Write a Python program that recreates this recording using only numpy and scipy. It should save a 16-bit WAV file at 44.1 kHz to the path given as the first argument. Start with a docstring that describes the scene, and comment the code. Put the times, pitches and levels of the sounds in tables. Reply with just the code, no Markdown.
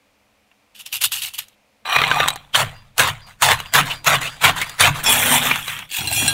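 """Kitchen, close up, mono. A knife scrapes the filling off a sandwich cookie; cookies tumble from
a glass bowl onto a wooden board; a big knife crunches through them seven times, then sweeps up
the crumbs and drops them in the bowl. Crunching is a swarm of tiny fractures, woody below and
crisp above. Board, blade and bowl ring along over a faint room hiss."""
import sys
import numpy as np
from scipy import signal
from scipy.fft import rfft, irfft, next_fast_len
from scipy.io import wavfile
from scipy.ndimage import uniform_filter1d

SR = 44100
rng = np.random.default_rng(int(sys.argv[2]) if len(sys.argv) > 2 else 0)


def dump(signal):
    """Clip the signal to [-1, 1] and save it as 16-bit WAV at the path in sys.argv[1]."""
    limited = np.clip(np.atleast_2d(signal).T, -1, 1)
    pcm = np.round(limited * 32767).astype(np.int16)
    wavfile.write(sys.argv[1], SR, pcm)


N = 279153

# cookies sliding out of the bowl: t/s, level/dB
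POUR_LEVELS = [(1.85, -40), (1.856, -28), (1.968, -12.5), (1.972, -20), (2.182, -19.5), (2.202, -17),
               (2.255, -22)]
# knife strokes: t/s, length/s, first bite/dB, last bite/dB, crisp re bite/dB, landing thud/dB
KNIFE_STROKES = [(2.557, 0.059, -17, -13.5, -4, -25.5), (2.995, 0.097, -11.5, -18, -4.5, -31),
                 (3.429, 0.098, -11.5, -11, -4, -37), (3.75, 0.05, -7.5, -10, -7, -26),
                 (4.07, 0.083, -10.5, -12, -6.5, -30), (4.445, .05, -5.5, -12, -8.5, -41),
                 (4.807, 0.07, -8, -10, -5.5, -19)]
# crumbs swept over the board: t/s, woody/dB, crisp/dB
SWEEP_LEVELS = [(5.03, -32, -48), (5.038, -24.5, -20.5), (5.062, -26.5, -30), (5.128, -17, -12.5),
                (5.142, -19.5, -19.5), (5.294, -18, -20.5), (5.354, -13, -15.5), (5.408, -22.5, -29),
                (5.458, -18.5, -20.5), (5.522, -20, -31.5), (5.654, -36, -37), (5.686, -26, -31),
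                (5.83, -35, -47.5), (5.89, -58, -63)]
# crumbs falling into the bowl: t/s, woody/dB, crisp/dB
FALL_LEVELS = [(5.89, -41, -51), (5.922, -27.5, -32), (5.974, -21, -23), (6.036, -28, -36),
               (6.166, -24.5, -21), (6.176, -24, -26), (6.264, -21, -26), (6.28, -22.5, -25),
               (6.33, -25, -39)]
# breaking cookie: f/Hz, level/dB
COOKIE_SPECTRUM = [(150, -35), (250, -15.5), (324, -17.5), (353, -21), (434, -5.5), (583, -5.5), (681, 0),
                   (781, -1.5), (978, 3.5), (2060, 0.5), (3630, -2.5), (5130, -25), (6770, -19),
                   (14000, -26.5), (15500, -24)]


def amp(db):
    return 10 ** (np.asarray(db) / 20)


def unit(x):
    return x / np.sqrt(np.mean(x ** 2) + 1e-20)


def gains(rows):
    """Per-sample gain for each dB column; -120 dB outside the rows."""
    times_s, *columns = np.transpose(rows)
    return [amp(np.interp(np.arange(N) / SR, times_s, db, left=-120, right=-120)) for db in columns]


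def swell(at_s, length_s, attack_s, release_s, sag_db_per_s=0):
    """Gain: up 60 dB per attack_s until at_s, sagging hold, down 60 dB per release_s."""
    t = np.arange(N) / SR - at_s
    rise_db = 60 * np.minimum(t, 0) / attack_s
    sag_db = sag_db_per_s * np.clip(t, 0, length_s)
    fall_db = 60 * np.maximum(t - length_s, 0) / release_s
    return amp(np.maximum(rise_db - sag_db - fall_db, -200))


def lingering(force, t60_s):
    """Gain that builds with a force and decays after it."""
    pole = amp(-120 / (t60_s * SR))
    return np.sqrt(signal.lfilter([1 - pole], [1, -pole], force ** 2))


def steadied(x, span_s):
    """x held near rms 1 over span_s; finer grain kept."""
    return x / np.sqrt(abs(uniform_filter1d(x * x, int(span_s * SR) + 1)) + 1e-9)


def filtered(x, response):
    """x through a complex response of f/Hz."""
    size = next_fast_len(N + SR // 2)
    return irfft(rfft(x, size) * response(np.fft.rfftfreq(size, 1 / SR)), size)[..., :N]


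def coloured(x, spectrum):
    """x through a minimum-phase filter; rows: f/Hz, level/dB."""
    hz, db = np.transpose(spectrum)
    size = 4096
    shape = amp(np.interp(np.log(np.fft.rfftfreq(size, 1 / SR) + 1), np.log(hz), db))
    cepstrum = irfft(np.log(np.maximum(shape, 1e-6)))
    cepstrum[1:size // 2] *= 2
    cepstrum[size // 2 + 1:] = 0
    return signal.fftconvolve(x, irfft(np.exp(rfft(cepstrum))))[:len(x)]


def ringing(x, modes):
    """x through resonances; unity power gain for white input."""
    def response(f):
        h = sum((-1) ** k * amp(db) * 1j * f * width_hz / (hz * hz - f * f + 1j * f * width_hz)
                for k, (hz, width_hz, db) in enumerate(modes))
        return h / np.sqrt(np.mean(abs(h) ** 2))
    return filtered(x, response)


def singing(tones, width_hz, flutter_db):
    """Modes kept ringing by many small blows that jog phase and strength."""
    t, out = np.arange(N) / SR, np.zeros(N)
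    knots_s = np.arange(0, N / SR + 1, 1 / 30)
    for hz, db in tones:
        drift = np.cumsum(rng.standard_normal(N)) * np.sqrt(2 * np.pi * width_hz / SR)
        flutter = np.interp(t, knots_s, rng.standard_normal(len(knots_s)))
        out += amp(db + flutter_db * flutter) * np.sqrt(2) * np.sin(2 * np.pi * hz * t + drift)
    return out


def fractures(rate_per_s, spread_db, cycles, dust):
    """Micro-cracks: each clicks and rings its own fragment, over noise of fine dust."""
    count = int(rate_per_s * N / SR)
    when, size, pitch, damping = rng.random((count, 4)).T
    t = np.arange(256) / SR
    hz = 700 * 20 ** pitch[:, None]
    ring = np.sin(2 * np.pi * hz * t) * np.exp(-hz * t / (cycles * (.5 + damping[:, None])))
    # small fragments ring higher and harder: the swarm stays white
    ring *= np.sqrt(hz / hz.mean()) / np.linalg.norm(ring, axis=1, keepdims=True)
    ring[:, 0] += 1  # click
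    strength = amp(spread_db * np.minimum(-np.log(1 - size), 4)) * np.sign(damping - .5)
    index = (when * N).astype(int)[:, None] + np.arange(len(t))
    swarm = np.bincount(index.ravel(), (ring * strength[:, None]).ravel(), N)[:N]
    return unit(swarm) + dust * rng.standard_normal(N)


def shifting(x, depth_db):
    """Resonances of moving pieces come and go within tens of ms."""
    frames = signal.stft(x, nperseg=512)[2]
    field = uniform_filter1d(rng.standard_normal(frames.shape), size=3, axis=0)
    field = uniform_filter1d(field, size=7, axis=1)
    return signal.istft(frames * amp(depth_db * unit(field)), nperseg=512)[1][:N]


def split(x, edge_hz=4750):
    """Woody (low) and crisp (high) bands, each rms 1."""
    return [unit(signal.sosfilt(signal.butter(8, edge_hz, kind, fs=SR, output="sos"), x))
            for kind in ("low", "high")]


def crunch(strengths, spectrum, swarm, woody_db, crisp_db):
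    """Woody and crisp bands of one swarm, each following the hand's effort."""
    woody, crisp = split(coloured(swarm, spectrum))
    force, sharpness = strengths
    return (amp(woody_db) * force * steadied(woody, 0.056)
            + amp(crisp_db) * sharpness * steadied(crisp, 0.04))


def room_hiss():
    """Faint steady room noise."""
    # room noise: f/Hz, level/dB
    spectrum = [(15, -70.5), (25, -10.5), (113, -8.5), (148, -13.5), (169, -32), (209, 2.5), (240, -16),
                (281, -6.5), (359, -18.5), (509, -8.5), (1710, -17.5), (2420, -12), (3170, -19),
                (15500, -32.5)]
    return amp(-61.5) * unit(coloured(rng.standard_normal(N), spectrum))


def shaking(chop_force):
    """Board and counter motion, driven by the work above and the blade's landings."""
    t = np.arange(N) / SR
    pour_lands_s, bulk_lands_s, landing_delay_s = 1.96, 5.99, 0.0205
    load = (amp(-32.5) * push_force() + amp(-16) * pour_force() * (t > pour_lands_s)
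            + amp(-17) * chop_force + amp(-16) * gains(SWEEP_LEVELS)[0])
    landings = sum(amp(db) * swell(at_s + length_s + landing_delay_s, 0, attack_s=0.11, release_s=0.23)
                   for at_s, length_s, *_, db in KNIFE_STROKES)
    board = np.hypot(lingering(load, t60_s=0.21), landings)
    sway = lingering(board, t60_s=0.97)
    rocking = amp(-11.5) * sway  # counter keeps the board moving
    patter = amp(-8.5) * gains(FALL_LEVELS)[0] * (t > bulk_lands_s)  # the patter does not sway the counter
    return np.hypot(board, rocking) + patter, amp(-12.5) * sway


def thuds(chop_force):
    """The load rocks the board, higher-pitched at its middle; the counter sways below."""
    # board loaded at the edge: f/Hz, width/Hz, level/dB
    edge_modes = [(79, 19, -1), (105.7, 9.4, 5.5), (137.2, 9.8, 2), (210, 16, -10.5), (249.4, 31, -22)]
    # board loaded at the middle: f/Hz, width/Hz, level/dB
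    middle_modes = [(93.2, 3.9, 10), (144.5, 18.8, 9), (213, 5, -9), (262, 16.6, -3.5)]
    # counter: f/Hz, width/Hz, level/dB
    counter_modes = [(36.6, 94, 0)]
    board_gain, counter_gain = shaking(chop_force)
    t = np.arange(N) / SR
    on_middle = (t > 1.8) & (t < 2.5) | (t > 3.7) & (t < 5.9)
    blows = rng.standard_normal(N)
    wood = ringing(blows * ~on_middle, edge_modes) + ringing(blows * on_middle, middle_modes)
    wood = filtered(wood, lambda f: f ** 4 / (f ** 4 + 60 ** 4) / (1 + (f / 450) ** 4))
    sway = filtered(ringing(rng.standard_normal(N), counter_modes), lambda f: 1 / (1 + (f / 52) ** 8))
    return board_gain * steadied(wood, 0.046) + counter_gain * steadied(sway, .1)


def blade_pings(hz):
    """Slipping free of the cookies, the blade briefly holds one thin note."""
    # blade lifts: t/s, level/dB
    lifts = [(2.75, -51.5), (3.22, -47), (3.663, -46), (3.935, -41.5), (4.303, -45), (4.674, -42)]
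    phase = 2 * np.pi * hz * np.arange(N) / SR + np.cumsum(0.08 * rng.standard_normal(N))
    gain = sum(amp(db) * swell(at_s, length_s=.04, attack_s=.03, release_s=.2) for at_s, db in lifts)
    return gain * np.sin(phase)


def rough_notes():
    """Short rough notes: cookie pieces ring or squeak, and the blade rings as it meets the board."""
    # notes of pieces and blade: t at peak/s, f/Hz, level/dB, half length/s
    notes = [(2.552, 3134, -14.5, 0.011), (3.005, 1539, -15, 0.013), (3.915, 2930, -20.5, 0.014),
             (4.278, 2920, -25, 0.012), (4.624, 2180, -19, 0.013), (4.84, 2350, -11, 0.0055),
             (5.071, 2564, -22, .01), (5.072, 5480, -20.5, 0.018), (5.092, 800, -21, 0.024),
             (5.515, 2300, -12, 0.0045)]
    t, out = np.arange(N) / SR, np.zeros(N)
    for at_s, hz, db, half_s in notes:
        near = abs(t - at_s) < 3 * half_s
        phase = 2 * np.pi * hz * t[near] + np.cumsum(0.179 * rng.standard_normal(N)[near])
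        out[near] += amp(db) * np.sqrt(2) * np.sin(phase) * np.exp(-((t[near] - at_s) / half_s) ** 2)
    return out


def blade_clinks():
    """Each hard touch rings the steel modes at new strengths."""
    # touches: t/s, level/dB
    touches = [(6.073, -19), (6.127, -18), (6.279, -8.5)]
    # struck blade: f/Hz, level/dB, t60/s
    modes = [(810, -14, 0.061), (1620, -5.5, 0.28), (2735, -0.5, 0.15), (4090, -3, 0.15), (5660, -13, .12),
             (7590, 0, 0.078), (8400, 0, 0.074), (8630, -6, 0.065), (9850, -2, 0.13), (12340, -8, 0.085)]
    out, t = np.zeros(N + SR), np.arange(SR // 3) / SR
    for at_s, db in touches:
        ring = np.zeros(len(t))
        for hz, mode_db, t60_s in modes:
            decay = amp(mode_db + rng.normal(0, 3.5) - 60 * t / t60_s)
            ring += decay * np.sin(2 * np.pi * (hz * t + rng.random()))
        ring += amp(-60 * t / 0.004) * rng.standard_normal(len(t))  # contact click
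        out[round(at_s * SR):][:len(t)] += amp(db + 7.5) * ring / abs(ring).max()
    return out[:N]


def rim_ticks(hz, spacing_hz, t60_s):
    """The last cookies tick the rim, ringing a close pair of glass modes."""
    # rim contacts: t/s, level/dB
    ticks = [(2.279, -18), (2.284, -10), (2.304, -22), (2.327, -30), (2.337, -23)]
    out, t = np.zeros(N + SR), np.arange(SR // 8) / SR
    pair = np.sin(2 * np.pi * hz * t) + np.sin(2 * np.pi * (hz + spacing_hz) * t)
    for at_s, db in ticks:
        out[round(at_s * SR):][:len(t)] += amp(db - 60 * t / t60_s) * pair / 2
    return out[:N]


def falling():
    """Fine crumbs patter on the heap; the bulk follows and rings the glass."""
    # crumbs: f/Hz, level/dB
    spectrum = [(150, -62.5), (250, -2.5), (553, -14.5), (781, -2), (1080, -14.5), (1590, -11),
                (1920, -11.5), (2710, -5), (3160, -10), (3330, -5.5), (4240, -12.5), (5040, -21),
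                (8620, -8.5), (9390, -19), (15500, -9)]
    # free-standing bowl: f/Hz, level/dB
    bowl_modes = [(2433, -36.5), (2719, -33.5), (3332, -29), (4150, -39), (5800, -41.5), (6433, -50),
                  (6831, -40.5), (7364, -42.5), (7553, -58), (8899, -34.5), (10174, -37), (12400, -42)]
    swarm = shifting(fractures(rate_per_s=1500, spread_db=4, cycles=9, dust=0.49), depth_db=3.0)
    fine = filtered(swarm, lambda f: f ** 4 / (f ** 4 + 1500 ** 4))
    bulk = np.interp(np.arange(N) / SR, [5.97, 6.03], [.1, 1])
    crumbs = fine + bulk * (swarm - fine)
    contact, = gains([(5.92, -13), (6.03, -7), (6.05, -13), (6.12, -15),
                      (6.18, 8), (6.27, 0), (6.33, -4)])
    bowl = contact * singing(bowl_modes, width_hz=4.3, flutter_db=4)
    return crunch(gains(FALL_LEVELS), spectrum, crumbs, woody_db=-3.0, crisp_db=1.0) + bowl


def sweeping():
    """Grit rolls under the blade and rings it while it is pressed to the board."""
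    # grit: f/Hz, level/dB
    spectrum = [(150, -36.5), (250, 10.5), (313, -19), (450, -4), (729, -3), (795, 0.5), (1180, 1),
                (2530, 2.5), (3450, 3), (4790, -23), (5600, -13.5), (8770, -9.5), (9560, -11.5),
                (10200, -11.5), (15500, -9)]
    # sliding blade: f/Hz, level/dB
    blade_modes = [(1717, -35), (2460, -28.5), (3359, -33.5), (5480, -49), (7359, -34), (8699, -28.5),
                   (8926, -49), (10207, -29.5), (12355, -45), (12645, -37)]
    swarm = shifting(fractures(rate_per_s=1600, spread_db=0.5, cycles=3.4, dust=0.64), depth_db=3.0)
    contact, = gains([(5.035, -33), (5.057, -17), (5.063, 6.5), (5.12, 2.5),
                      (5.16, -9), (5.35, -3), (5.55, -35)])
    blade = contact * singing(blade_modes, width_hz=25, flutter_db=7.5)
    fine = filtered(swarm, lambda f: f ** 2 / (f ** 2 + 800 ** 2))
    pressed = np.interp(np.arange(N) / SR, [5.4, 5.55], [1, .1])
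    grit = fine + pressed * (swarm - fine)
    return crunch(gains(SWEEP_LEVELS), spectrum, grit, woody_db=-0.57, crisp_db=0.0) + blade


def push_force():
    """Each scraping push catches quickly, eases and slips free."""
    # pushes through the filling: t/s, length/s, level/dB
    pushes = [(0.752, 0.036, -41), (0.795, 0.023, -34.5), (0.862, 0.0036, -29), (0.929, 0.042, -20.5),
              (1.014, .02, -20), (1.039, 0.017, -13.5), (1.121, 0.08, -20), (1.221, 0.062, -22.5),
              (1.342, 0.015, -31), (1.386, 0.0042, -20), (1.42, 0.015, -44)]
    return sum(amp(db) * swell(at_s, length_s, attack_s=0.019, release_s=0.075, sag_db_per_s=119.5)
               for at_s, length_s, db in pushes)


def scraping():
    """A small knife shears the filling off the rough cookie face."""
    # scraped filling: f/Hz, level/dB
    spectrum = [(240, -68), (400, -45.5), (900, -20), (1080, -21), (2220, -15.5), (2840, -2.5), (4560, -15),
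                (4920, -16), (9070, -11.5), (12900, -10), (15500, -14.5)]
    rub, = gains([(0.74, -75.5), (0.92, -46), (1.32, -46.5), (1.55, -60)])
    force = push_force() + rub
    sharpness = force ** 1.187  # harder is brighter
    swarm = shifting(fractures(rate_per_s=2000, spread_db=1.0, cycles=2.7, dust=0.66), depth_db=2.5)
    return crunch((force, sharpness), spectrum, swarm, woody_db=-4.5, crisp_db=0.5)


def pour_force(release_s=0.39):
    """Pour strength; once the bowl is empty the last cookies wobble to rest."""
    empty_s, last_db = POUR_LEVELS[-1]
    after_s = np.arange(N) / SR - empty_s
    tail = amp(last_db - 60 * np.maximum(after_s, 0) / release_s)
    return np.where(after_s < 0, gains(POUR_LEVELS)[0], tail)


def pouring():
    """Cookies clatter over each other and rub the hand-damped bowl."""
    # tumbling cookies: f/Hz, level/dB
    spectrum = [(150, -49.5), (250, -27.5), (359, -28.5), (742, 1), (882, -4), (1070, -1), (1850, -7),
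                (2090, -5.5), (3890, -6.5), (5040, -33.5), (8320, -18), (9230, -25.5), (15500, -23)]
    # held bowl: f/Hz, level/dB
    bowl_modes = [(855.9, -48), (1190, -25.5), (2444, -27.5), (3004, -44.5), (3967, -39.5), (5798, -43.5)]
    swarm = shifting(fractures(rate_per_s=1000, spread_db=4.5, cycles=1.8, dust=0.66), depth_db=4)
    force = pour_force()
    elapsed_s = np.arange(N) / SR - POUR_LEVELS[0][0]
    contact = force * amp(19 - 15.5 * elapsed_s)  # ever fewer cookies touch the glass
    bowl = contact * singing(bowl_modes, width_hz=45, flutter_db=6)
    return crunch((force, force), spectrum, swarm, woody_db=-2.0, crisp_db=-17.0) + bowl


def snaps():
    """A larger piece breaks or lands: crack, short ring, brief splintering."""
    # snaps and knocks: t/s, level/dB, crisp share before cap/dB, ring f/Hz
    pieces = [(0.515, -44.5, -21, 2750), (0.806, -26, 3, 3830), (0.864, -26, 1, 3800),
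              (1.021, -5.5, 3, 2650), (1.119, -16, -3, 3450), (1.337, -23, 0.5, 3200),
              (1.484, -33.5, 0, 3330), (1.963, -0.5, -27, 2316), (1.987, -5, -21, 2490),
              (2.017, -2.5, -18, 1290), (2.038, -3, -36, 2120), (2.114, 2.5, -31, 1537),
              (2.203, 0.5, -24, 1810), (2.26, -10.5, -23, 1030), (2.278, -7.5, -11, 1860),
              (2.284, 2, -5, 3810), (2.304, -9, -10, 3870), (2.359, -17.5, -6, 786), (2.547, -6, -10, 1490),
              (2.553, -1.5, -31.5, 3050), (2.981, -3, -1.5, 2900), (2.996, -1.5, -4, 1670),
              (3.422, 3, -3.5, 1140), (3.487, -4, -8, 1227), (3.517, -3, -9, 1810),
              (3.602, -12, -9.5, 2880), (3.659, -22.5, -20, 2810), (3.738, -0.5, -1.5, 2025),
              (4.045, -14.5, -2, 890), (4.071, -13, -21, 2630), (4.616, -9.5, -4.5, 2040),
              (4.695, -19, -1.5, 3560), (4.798, -7, -5, 3430), (5.061, -11, -8, 2500),
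              (5.095, -4, 11, 2810), (5.513, -3, -27, 2400), (5.558, -8, -6, 2750), (5.68, -12.5, -9, 3900),
              (5.79, -17.5, -5.5, 2640), (5.948, -19, 3, 3950)]
    out, t = np.zeros(N + SR), np.arange(SR // 8) / SR
    crack, splinters = amp(-60 * t / 0.0042), amp(-4 - 60 * t / 0.037)
    for at_s, db, crisp_db, hz in pieces:
        burst = rng.standard_normal(len(t)) * (crack + splinters)
        woody, crisp = split(coloured(burst, COOKIE_SPECTRUM))
        ring = unit(np.sin(2 * np.pi * hz * t) * amp(-60 * t / 0.035))
        share = np.clip(amp(crisp_db), 0, .95)
        snap = np.sqrt(1 - share ** 2) * unit(woody + 1.06 * ring) + share * crisp
        out[round(at_s * SR):][:len(t)] += amp(db + 0.5) * snap / abs(snap).max()
    return out[:N]


def chop_strengths():
    """Woody and crisp gains: the knife bites, eases, bites again; pieces settle and are stirred."""
    # blade stirring the pieces: t/s, length/s, level/dB
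    stirs = [(2.41, .1, -56.5), (2.845, 0.037, -61.5), (3.269, 0.043, -43), (3.588, 0.011, -34),
             (3.658, 0.02, -44), (3.857, 0.082, -27), (4.213, 0.054, -23), (4.323, 0.071, -42.5),
             (4.417, 0.019, -21), (4.564, 0.064, -23.5), (4.666, 0.13, -37), (4.949, 0.056, -27)]
    attack_s, dull_db_per_s, max_dull_db = 0.046, 130, 7.5
    t = np.arange(N) / SR
    stir = sum(amp(db) * swell(at_s, length_s, attack_s=.03, release_s=0.18, sag_db_per_s=43)
               for at_s, length_s, db in stirs)
    woody_power, crisp_power = stir ** 2, (amp(-9.5) * stir) ** 2
    for at_s, length_s, first_db, last_db, crisp_db, _ in KNIFE_STROKES:
        depth = np.clip((t - at_s) / length_s, 0, 1)
        slack_db = 3 * np.sin(np.pi * depth) ** 2  # between top and bottom cookie
        force = amp(first_db + (last_db - first_db) * depth - slack_db)
        bite = force * swell(at_s, length_s, attack_s, release_s=0.095)
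        settle = force * amp(-13.5) * swell(at_s, length_s, attack_s, release_s=0.46)
        dull_db = np.clip(dull_db_per_s * (t - at_s), 0, max_dull_db)  # buried edge loses crispness
        woody_power += bite ** 2 + settle ** 2
        crisp_power += (amp(crisp_db - dull_db) * bite) ** 2 + (amp(-15.5) * settle) ** 2
    return np.sqrt(woody_power), np.sqrt(crisp_power)


def chopping(force, sharpness):
    """The big knife crushes stacks of cookies and stirs the pieces."""
    swarm = shifting(fractures(rate_per_s=1700, spread_db=3.0, cycles=2.5, dust=1.0), depth_db=3.5)
    return crunch((force, sharpness), COOKIE_SPECTRUM, swarm, woody_db=-1.42, crisp_db=1.35)


def scene():
    """All sources close up; both channels equal."""
    force, sharpness = chop_strengths()
    cookies = scraping() + pouring() + chopping(force, sharpness) + sweeping() + falling() + snaps()
    tones = rough_notes() + blade_clinks() + blade_pings(hz=4790)
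    glass = rim_ticks(hz=8040, spacing_hz=370, t60_s=0.021)
    return np.tile(room_hiss() + thuds(force) + glass + tones + cookies, (2, 1))


def record(dry):
    """Soft clip near full scale, then a steep low-pass."""
    ceiling, top_hz = .95, 15750
    clipped = dry / (1 + abs(dry / ceiling) ** 6) ** (1 / 6)
    return filtered(clipped, lambda hz: .5 - .5 * np.tanh((hz - top_hz) / 120))


dry = scene()
out = record(dry)
dump(out)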